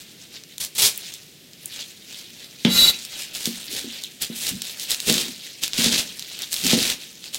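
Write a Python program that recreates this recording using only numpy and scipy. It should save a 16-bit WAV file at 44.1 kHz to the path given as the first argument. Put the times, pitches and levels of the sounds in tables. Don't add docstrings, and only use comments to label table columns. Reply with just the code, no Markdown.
import sys
import numpy as np
from scipy import signal
from scipy.fft import rfft, irfft
from scipy.io import wavfile
from scipy.ndimage import uniform_filter1d

SR = 44100
rng = np.random.default_rng(int(sys.argv[2]) if len(sys.argv) > 2 else 0)


def log_audio(samples):
    frames = np.atleast_2d(samples).T
    limited = np.clip(frames, -1, 1)
    pcm = np.round(limited * 32767).astype(np.int16)
    wavfile.write(sys.argv[1], SR, pcm)


N = 325458

# start_s, hold_s, level_db, brightness_db
LAYER_CUTS = [(3.35, 0.018, -30.5, 2.5), (3.406, 0.037, -32, 0), (3.459, 0.013, -27, 1.5),
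              (3.713, 0.035, -33, 2.5), (3.765, 0.026, -28, -1), (4.225, 0.0043, -22.5, -1),
              (4.362, 0.038, -36.5, 8.5), (4.415, 0.045, -30, 4), (4.47, 0.024, -25, 1),
              (4.901, 0.029, -25.5, 2.5), (5.067, .012, -26, 2.5), (5.089, 0.011, -15.5, -2.5),
              (5.136, 0.077, -23, -1.5), (5.635, 0.0048, -22, -2), (5.745, .02, -28, -5),
              (5.785, 0.048, -19.5, -2.5), (5.842, 0.033, -16.5, -6), (5.92, 0.036, -18, -7),
              (5.979, 0.019, -19.5, -3), (6.524, 0.017, -28.5, 5), (6.571, 0.065, -30.5, 2.5),
              (6.649, .035, -21, -2), (6.701, 0.038, -16, -5.5), (6.777, 0.14, -21.5, -3.5),
              (7.346, 0.0064, -29, 0)]
# start_s, peak_db, brightness_db
RIB_SNAPS = [(0.4367, -23, -2), (0.5808, -15, 4), (0.603, -16, 1), (0.609, -13, 5), (0.648, -14, 11),
             (0.7504, -19, 12), (0.976, -13.5, 29), (1.1387, -18, 6), (1.5332, -25.5, -8),
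             (1.6572, -14.5, 25), (3.05, -13.5, 0), (3.3498, -13.5, -3), (3.456, -2.5, 0),
             (3.7275, -17.5, 5), (4.037, -11.5, -3.5), (4.221, -6, 12), (4.4907, -9, 19), (4.6193, -6.5, 0),
             (4.7972, -12, -1), (4.9067, -2.5, 6), (4.916, -2, -6), (4.9454, -7, -7), (5.002, -8, 1.5),
             (5.097, 4, -5), (5.125, -5.5, 5), (5.141, -1, 0), (5.1808, -2, -11), (5.6359, -1, 1),
             (5.679, -9.5, 1), (5.7332, -4, -14), (5.78, -7, -2), (5.8425, 0, -2), (6.1945, -12.5, -4),
             (6.224, -15, -7), (6.39, -14, 2), (6.4203, -9, 1), (6.529, -4, 8), (6.541, -7, 0),
             (6.564, -8, -13), (6.646, -6.5, -6), (6.666, 1, -2), (6.8282, -1, -3), (6.9, -5, 2.5),
             (7.241, -17, -12), (7.3452, -7.5, 2)]
# start_s, hold_s, level_db
STEM_RIPS = [(0.603, 0.042, -27.5), (0.755, 0.021, -30.5), (0.783, 0.032, -17.5), (0.821, 0.05, -14)]
# start_s, hold_s, level_db, brightness_db
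HAND_GRIPS = [(0.002, 0.0097, -43, 5), (0.103, 0.012, -44.5, -5), (0.212, 0.03, -44.5, -3),
              (0.354, 0.012, -36, -9), (0.514, .008, -44, -1), (0.92, 0.074, -42.5, 9),
              (1.037, 0.043, -37.5, -6), (1.63, 0.072, -46, 4), (1.727, 0.037, -37.5, -1),
              (1.792, 0.027, -32.5, -2.5), (1.88, .03, -45.5, 6), (2.104, 0.12, -40.5, -0.5),
              (2.405, 0.041, -41.5, -8), (2.632, .02, -45, 3), (2.93, .06, -38.5, -4),
              (3.122, 0.068, -36.5, -3), (3.202, 0.029, -30.5, 0), (3.5, 0.031, -45, 8),
              (3.954, 0.029, -36.5, -1), (4.658, 0.053, -36, 4.5), (4.816, 0.014, -31.5, 6),
              (5.03, .02, -37, 5), (5.237, 0.044, -33, -0.5), (5.45, 0.029, -38, -1), (6.06, 0.062, -41, 0),
              (6.3, 0.057, -37, -8), (6.425, 0.0073, -30, 0), (7.021, 0.014, -37, -2.5),
              (7.257, 0.015, -37.5, 0.5)]
# time_s, level_db
CRINKLE_LEVELS = [(0, -52), (0.5, -60), (1.1, -39.5), (1.4, -57.5), (2.0, -49), (2.3, -46.5), (2.55, -48),
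                  (3.0, -37), (3.3, -44), (3.6, -35.5), (4.05, -40), (4.18, -50), (4.35, -39.5), (5.3, -39),
                  (5.58, -43.5), (6.2, -40.5), (7.12, -45.5), (7.38, -50)]
# start_s, impulse_db, contact_ms
EDGE_KNOCKS = [(2.65, -1.5, 2.5), (2.683, -9.5, 2.4), (3.473, -17.5, 1.8), (3.845, -33, 0.92),
               (4.299, -22, 1.9), (5.099, -14, 0.33), (5.786, -13.5, 2.7), (5.862, -12, 2.64),
               (6.732, -7, 0.55), (6.777, -14.5, 1.0)]
# start_s, hold_s, level_db
KNIFE_PRESSES = [(2.785, .03, -36), (5.085, 0.021, -24.5), (5.792, 0.14, -32), (6.645, 0.16, -32)]
# start_s, hold_s, level_db
BLADE_SWEEPS = [(2.77, 0.13, -21.5)]
# start_s, hold_s, level_db
BLADE_SQUEALS = [(2.705, .06, -24.5), (2.795, 0.057, -10.5), (2.885, 0.0098, -14.5)]
# start_s, length_s, first_hz, last_hz, level_db
EDGE_DRAGS = [(3.648, 0.17, 269.6, 465, -50.5), (3.805, 0.107, 333, 232, -46),
              (4.484, 0.12, 291.4, 139.6, -39), (5.246, 0.089, 318, 208, -45.5),
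              (6.626, 0.07, 289, 162, -33)]

# pitch_hz, level_db, t60_s
BOARD_MODES = [(107, -27, .17), (175.5, -18.5, .26), (186, -11, .45), (232, 0, .25), (263, -9.5, .22),
               (296, -2.5, .06), (348, -7.5, .18), (406, -10, .12), (484, -8.5, .1), (623, -18.5, .13),
               (803, -23.5, .15)]
# pitch_hz, level_db
BLADE_MODES = [(1394, -9), (2055, -5), (2846, -11), (3009, -7.5), (3537, 0), (3785, -3), (3925, 7.5),
               (4090, 4.5), (4547, -8), (4832, -12), (5425, -24), (6395, -7), (7224, -3), (11262, -16),
               (11693, -5)]
# pitch_hz, level_db
SQUEAL_TONES = [(3903, 0), (4547, -13), (7224, -21), (7803, -21), (9647, -21), (12152, -22), (12796, -24)]

# freq_hz, gain_db
CUT_SPECTRUM = [(40, -11), (150, -10), (550, -10), (1050, -16.5), (1700, -9), (2600, -2.5), (3800, 2),
                (5000, -1.5), (8000, -4), (10000, -6.5), (16000, -13)]
# freq_hz, gain_db
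SNAP_SPECTRUM = [(100, -33), (1000, -13), (2000, -4.5), (3800, 8.5), (5000, 6), (8000, 4.5), (10000, -2.5),
                 (16000, -2.5), (18000, -14)]
# freq_hz, gain_db
TEAR_SPECTRUM = [(24, -35), (40, -13), (433, -11.5), (733, -13), (1630, -14), (2380, -4.5), (2570, -6.5),
                 (3470, 0), (5440, -0.5), (6490, -3), (8130, -3), (11300, -5), (16000, -11.5)]
# freq_hz, gain_db
RUSTLE_SPECTRUM = [(200, -17), (600, -13.5), (1100, -19.5), (1700, -11), (2500, -4.5), (3800, 0),
                   (5000, -5), (8000, -9), (10000, -13.5), (16000, -18)]
# freq_hz, gain_db
CLACK_SPECTRUM = [(80, -24), (500, 1.5), (1200, -7), (2700, -0.5), (3350, 8.5), (3800, -0.5), (4500, -2),
                  (7000, -15.5), (16000, -32)]
# freq_hz, gain_db
SCRAPE_SPECTRUM = [(40, 0.5), (400, -1), (1000, -9.5), (2500, -4), (3800, 3), (5000, 3), (6000, -2),
                   (9000, -4), (13000, -2.5), (16000, -12)]
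# freq_hz, gain_db
BACKGROUND_SPECTRUM = [(18, -60), (30, -23), (53, -19), (127, -4), (157, -0.5), (345, -4.5), (540, -11.5),
                       (988, -24.5), (1590, -19.5), (1720, -16.5), (3580, -10.5), (9970, -20.5),
                       (14800, -19.5), (16000, -23.5)]


def leaf_cuts():
    cells = crackle(rate_hz=3000, spread_db=2.0, ring_s=0.00037, cluster_db=1.0)
    cells = unit(colour(cells, CUT_SPECTRUM))
    return crunches(cells, LAYER_CUTS, attack_s=0.03, release_s=0.023)


def rib_snaps(splinter_s=0.0013):
    out, t = np.zeros(N), np.arange(512) / SR
    for start_s, peak_db, bright_db in RIB_SNAPS:
        crack = 0.2 * undb(0.41 * bright_db) * rng.standard_normal(len(t)) * np.exp(-t / splinter_s)
        crack[0] -= 1
        tilted = [(hz, db + bright_db * np.clip(np.log2(hz / 5000), 0, 1)) for hz, db in SNAP_SPECTRUM]
        crack = colour(crack, tilted)
        add(out, start_s + 0.0005, undb(peak_db) * crack / np.abs(crack).max())
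    return out


def stem_tears():
    fibres = crackle(rate_hz=5400, spread_db=2.5, ring_s=0.00028, cluster_db=1.5)
    return colour(fibres, TEAR_SPECTRUM) * envelope(STEM_RIPS, attack_s=0.0076, release_s=0.019)


def leaf_rustle():
    gripped = crackle(rate_hz=3400, spread_db=3.0, ring_s=0.00066, cluster_db=1.5)
    gripped = leaf_folds(colour(gripped, RUSTLE_SPECTRUM), depth_db=3.0)
    gripped += undb(-12) * vein_ticks(rate_hz=58, spread_db=5.5)
    resting = crackle(rate_hz=3400, spread_db=1.5, ring_s=0.00036, cluster_db=-0.5)
    resting = leaf_folds(colour(resting, RUSTLE_SPECTRUM), depth_db=3.5)
    resting += undb(-9.5) * vein_ticks(rate_hz=50, spread_db=2)
    resting_db = np.interp(np.arange(N) / SR, *np.transpose(CRINKLE_LEVELS))
    return crunches(gripped, HAND_GRIPS, attack_s=0.073, release_s=0.025) + resting * undb(resting_db)


def leaf_folds(x, depth_db, rate_hz=18, bands=9):
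    spectrum, hz = rfft(x), np.arange(N // 2 + 1) * SR / N
    position = np.interp(np.log(hz + 1), np.log([1500, 15000]), [0, bands - 1])
    out = np.zeros(N)
    for k in range(bands):
        weight = np.maximum(0, 1 - np.abs(position - k))
        out += irfft(spectrum * weight, N) * undb(depth_db * wander(rate_hz))
    return unit(out)


def vein_ticks(rate_hz, spread_db):
    sizes = undb(spread_db * np.minimum(rng.exponential(size=N), 2.5))
    breaks = rng.random(N) < rate_hz / SR
    return unit(colour(sizes * breaks, SNAP_SPECTRUM))


def board_knocks():
    force = np.zeros(N)
    for start_s, impulse_db, contact_ms in EDGE_KNOCKS:
        push = np.hanning(int(contact_ms * SR / 1000))
        add(force, start_s, undb(impulse_db) * push / push.sum())
    jolts = crackle(rate_hz=690, spread_db=2, ring_s=0.00017, cluster_db=-2.5)
    shaking = level_out(board(jolts), window_samples=2600)
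    return board(force) + shaking * envelope(KNIFE_PRESSES, attack_s=0.021, release_s=0.074)


def board(force, radiation_hz=140):
    t = np.arange(SR // 2) / SR
    ring = sum(undb(db) * np.sin(2 * np.pi * hz * t) * decay(t, t60_s) for hz, db, t60_s in BOARD_MODES)
    ring = butter(ring, 4, radiation_hz, "high")
    return signal.oaconvolve(force, ring / np.abs(ring).max())[:N]


def blade_clack(start_s=2.649, impact_s=0.0027, decay_s=0.038):
    out, t = np.zeros(N), np.arange(SR // 5) / SR
    burst = rng.standard_normal(len(t)) * (np.exp(-t / decay_s) + 2.1 * np.exp(-t / impact_s))
    add(out, start_s, burst)
    return colour(out, CLACK_SPECTRUM) * undb(-19.5)


def blade_scrape(t60_s=0.21):
    t = np.arange(SR // 4) / SR
    fade = decay(t, t60_s)
    slips = crackle(rate_hz=8000, spread_db=1.5, ring_s=0.0003, cluster_db=1.0)
    main_modes = fade * sum(undb(db) * np.cos(2 * np.pi * hz * t) for hz, db in BLADE_MODES)
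    steel = unit(signal.oaconvolve(slips, main_modes)[:N])
    friction = colour(slips, SCRAPE_SPECTRUM)
    weak_modes = butter(fade * rng.standard_normal(len(t)), 4, 900, "high")
    hiss = friction * undb(-2) + unit(signal.oaconvolve(friction, weak_modes)[:N]) * undb(-1.5)
    return (hiss + steel * undb(2.5)) * envelope(BLADE_SWEEPS, attack_s=0.13, release_s=0.0089)


def blade_squeal(flutter_db=1.5, jitter_hz=6):
    tones = np.zeros(N)
    for hz, db in SQUEAL_TONES:
        tones += undb(db + flutter_db * wander(70)) * sine(hz + jitter_hz * wander(80))
    return unit(tones) * envelope(BLADE_SQUEALS, attack_s=0.03, release_s=0.007)


def edge_drags(flutter_db=3.5):
    groan = np.zeros(N)
    pitch_ratio = 1 + 0.2 * wander(77)
    for start_s, length_s, first_hz, last_hz, level_db in EDGE_DRAGS:
        n = int(length_s * SR)
        hz = np.geomspace(first_hz, last_hz, n) * pitch_ratio[int(start_s * SR):][:n]
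        add(groan, start_s, undb(level_db) * unit(np.hanning(n) * sine(hz)))
    groan *= undb(flutter_db * wander(90))
    return groan + unit(board(groan)) * np.std(groan) * undb(-3.5)


def kitchen(x, wet_db=-11, low_t60_s=0.32, high_t60_s=0.17, split_hz=2800, delay_s=0.003):
    t = np.arange(SR // 2) / SR
    low = butter(rng.standard_normal(len(t)), 4, split_hz) * decay(t, low_t60_s)
    high = butter(rng.standard_normal(len(t)), 4, split_hz, "high") * decay(t, high_t60_s)
    tail = butter((low + 1.1 * high) * (t > delay_s), 2, 450, "high")
    return x + undb(wet_db) * signal.oaconvolve(x, tail / np.linalg.norm(tail))[:N]


def steady_background(level_db=-49):
    return colour(rng.standard_normal(N), BACKGROUND_SPECTRUM) * undb(level_db)


def crackle(rate_hz, spread_db, ring_s, cluster_db, crack_samples=48):
    onsets = np.flatnonzero(rng.random(N) < rate_hz / SR)[:, None]
    strength = undb(spread_db * np.minimum(rng.exponential(size=N), 3.5))[onsets]
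    lag = np.arange(crack_samples)
    places = onsets + lag
    noise = rng.standard_normal(2 * N)
    offsets = rng.integers(0, N - crack_samples, N)[onsets]
    cracks = strength * noise[places + offsets] * np.exp(-lag / (ring_s * SR))
    train = np.bincount(places.ravel(), cracks.ravel(), N + crack_samples)[:N]
    return level_out(train * undb(cluster_db * avalanches()), window_samples=1200)


def avalanches(rate_hz=110, decay_s=0.0053):
    triggers = (rng.random(N) < rate_hz / SR) * (0.5 + rng.random(N))
    activity = np.tanh(signal.lfilter([1], [1, -np.exp(-1 / (decay_s * SR))], triggers) / 2)
    return (activity - activity.mean()) / activity.std()


def crunches(texture, rows, attack_s, release_s, treble_hz=7500):
    body_rows = [(start_s, hold_s, db) for start_s, hold_s, db, _ in rows]
    treble_rows = [(start_s, hold_s, db + bright_db) for start_s, hold_s, db, bright_db in rows]
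    treble = signal.sosfiltfilt(signal.butter(2, treble_hz, "high", fs=SR, output="sos"), texture)
    body = (texture - treble) * envelope(body_rows, attack_s, release_s)
    return body + treble * envelope(treble_rows, attack_s, release_s)


def envelope(rows, attack_s, release_s):
    t, power = np.arange(N) / SR, np.zeros(N)
    for start_s, hold_s, level_db in rows:
        near = slice(*np.searchsorted(t, [start_s - attack_s, start_s + hold_s + 10 * release_s]))
        age_s = t[near] - start_s
        rise = np.minimum(1 + age_s / attack_s, 1) ** 2
        fall = np.exp(-np.maximum(age_s - hold_s, 0) / release_s)
        power[near] += (undb(level_db) * rise * fall) ** 2
    return np.sqrt(power)


def colour(x, spectrum, taps=2048):
    hz, db = np.transpose(spectrum)
    bin_hz = np.arange(taps // 2 + 1) * SR / taps
    gain = undb(np.interp(np.log(bin_hz + 1), np.log(hz), db))
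    cepstrum = irfft(np.log(gain))
    cepstrum[1:taps // 2] *= 2
    cepstrum[taps // 2 + 1:] = 0
    response = irfft(np.exp(rfft(cepstrum)))
    return signal.oaconvolve(x, response / np.linalg.norm(response))[:len(x)]


def wander(rate_hz):
    return unit(butter(rng.standard_normal(N), 2, rate_hz))


def butter(x, order, cutoff_hz, kind="low"):
    return signal.sosfilt(signal.butter(order, cutoff_hz, kind, fs=SR, output="sos"), x)


def sine(hz):
    return np.sin(2 * np.pi * np.cumsum(hz) / SR)


def decay(t, t60_s):
    return np.exp(-np.log(1000) * t / t60_s)


def level_out(x, window_samples):
    return x / np.sqrt(uniform_filter1d(x ** 2, size=window_samples) + 1e-9)


def unit(x):
    return x / np.sqrt(np.mean(x ** 2))


def undb(db):
    return 10 ** (np.asarray(db) / 20)


def add(track, start_s, sound):
    start = int(start_s * SR)
    track[start:start + len(sound)] += sound[:N - start]


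def scene():
    background = steady_background()
    leaves = leaf_rustle() + stem_tears() + leaf_cuts() + rib_snaps()
    knife = board_knocks() + blade_clack() + edge_drags() + blade_scrape() + blade_squeal()
    return (kitchen(leaves + knife) + background)[None]


def record(dry, ceiling=0.55, top_hz=15950):
    rounded = dry / (1 + (dry / ceiling) ** 4) ** (1 / 4)
    return signal.sosfilt(signal.ellip(10, 0.2, 70, top_hz, fs=SR, output="sos"), rounded)


dry = scene()
out = record(dry)
log_audio(out)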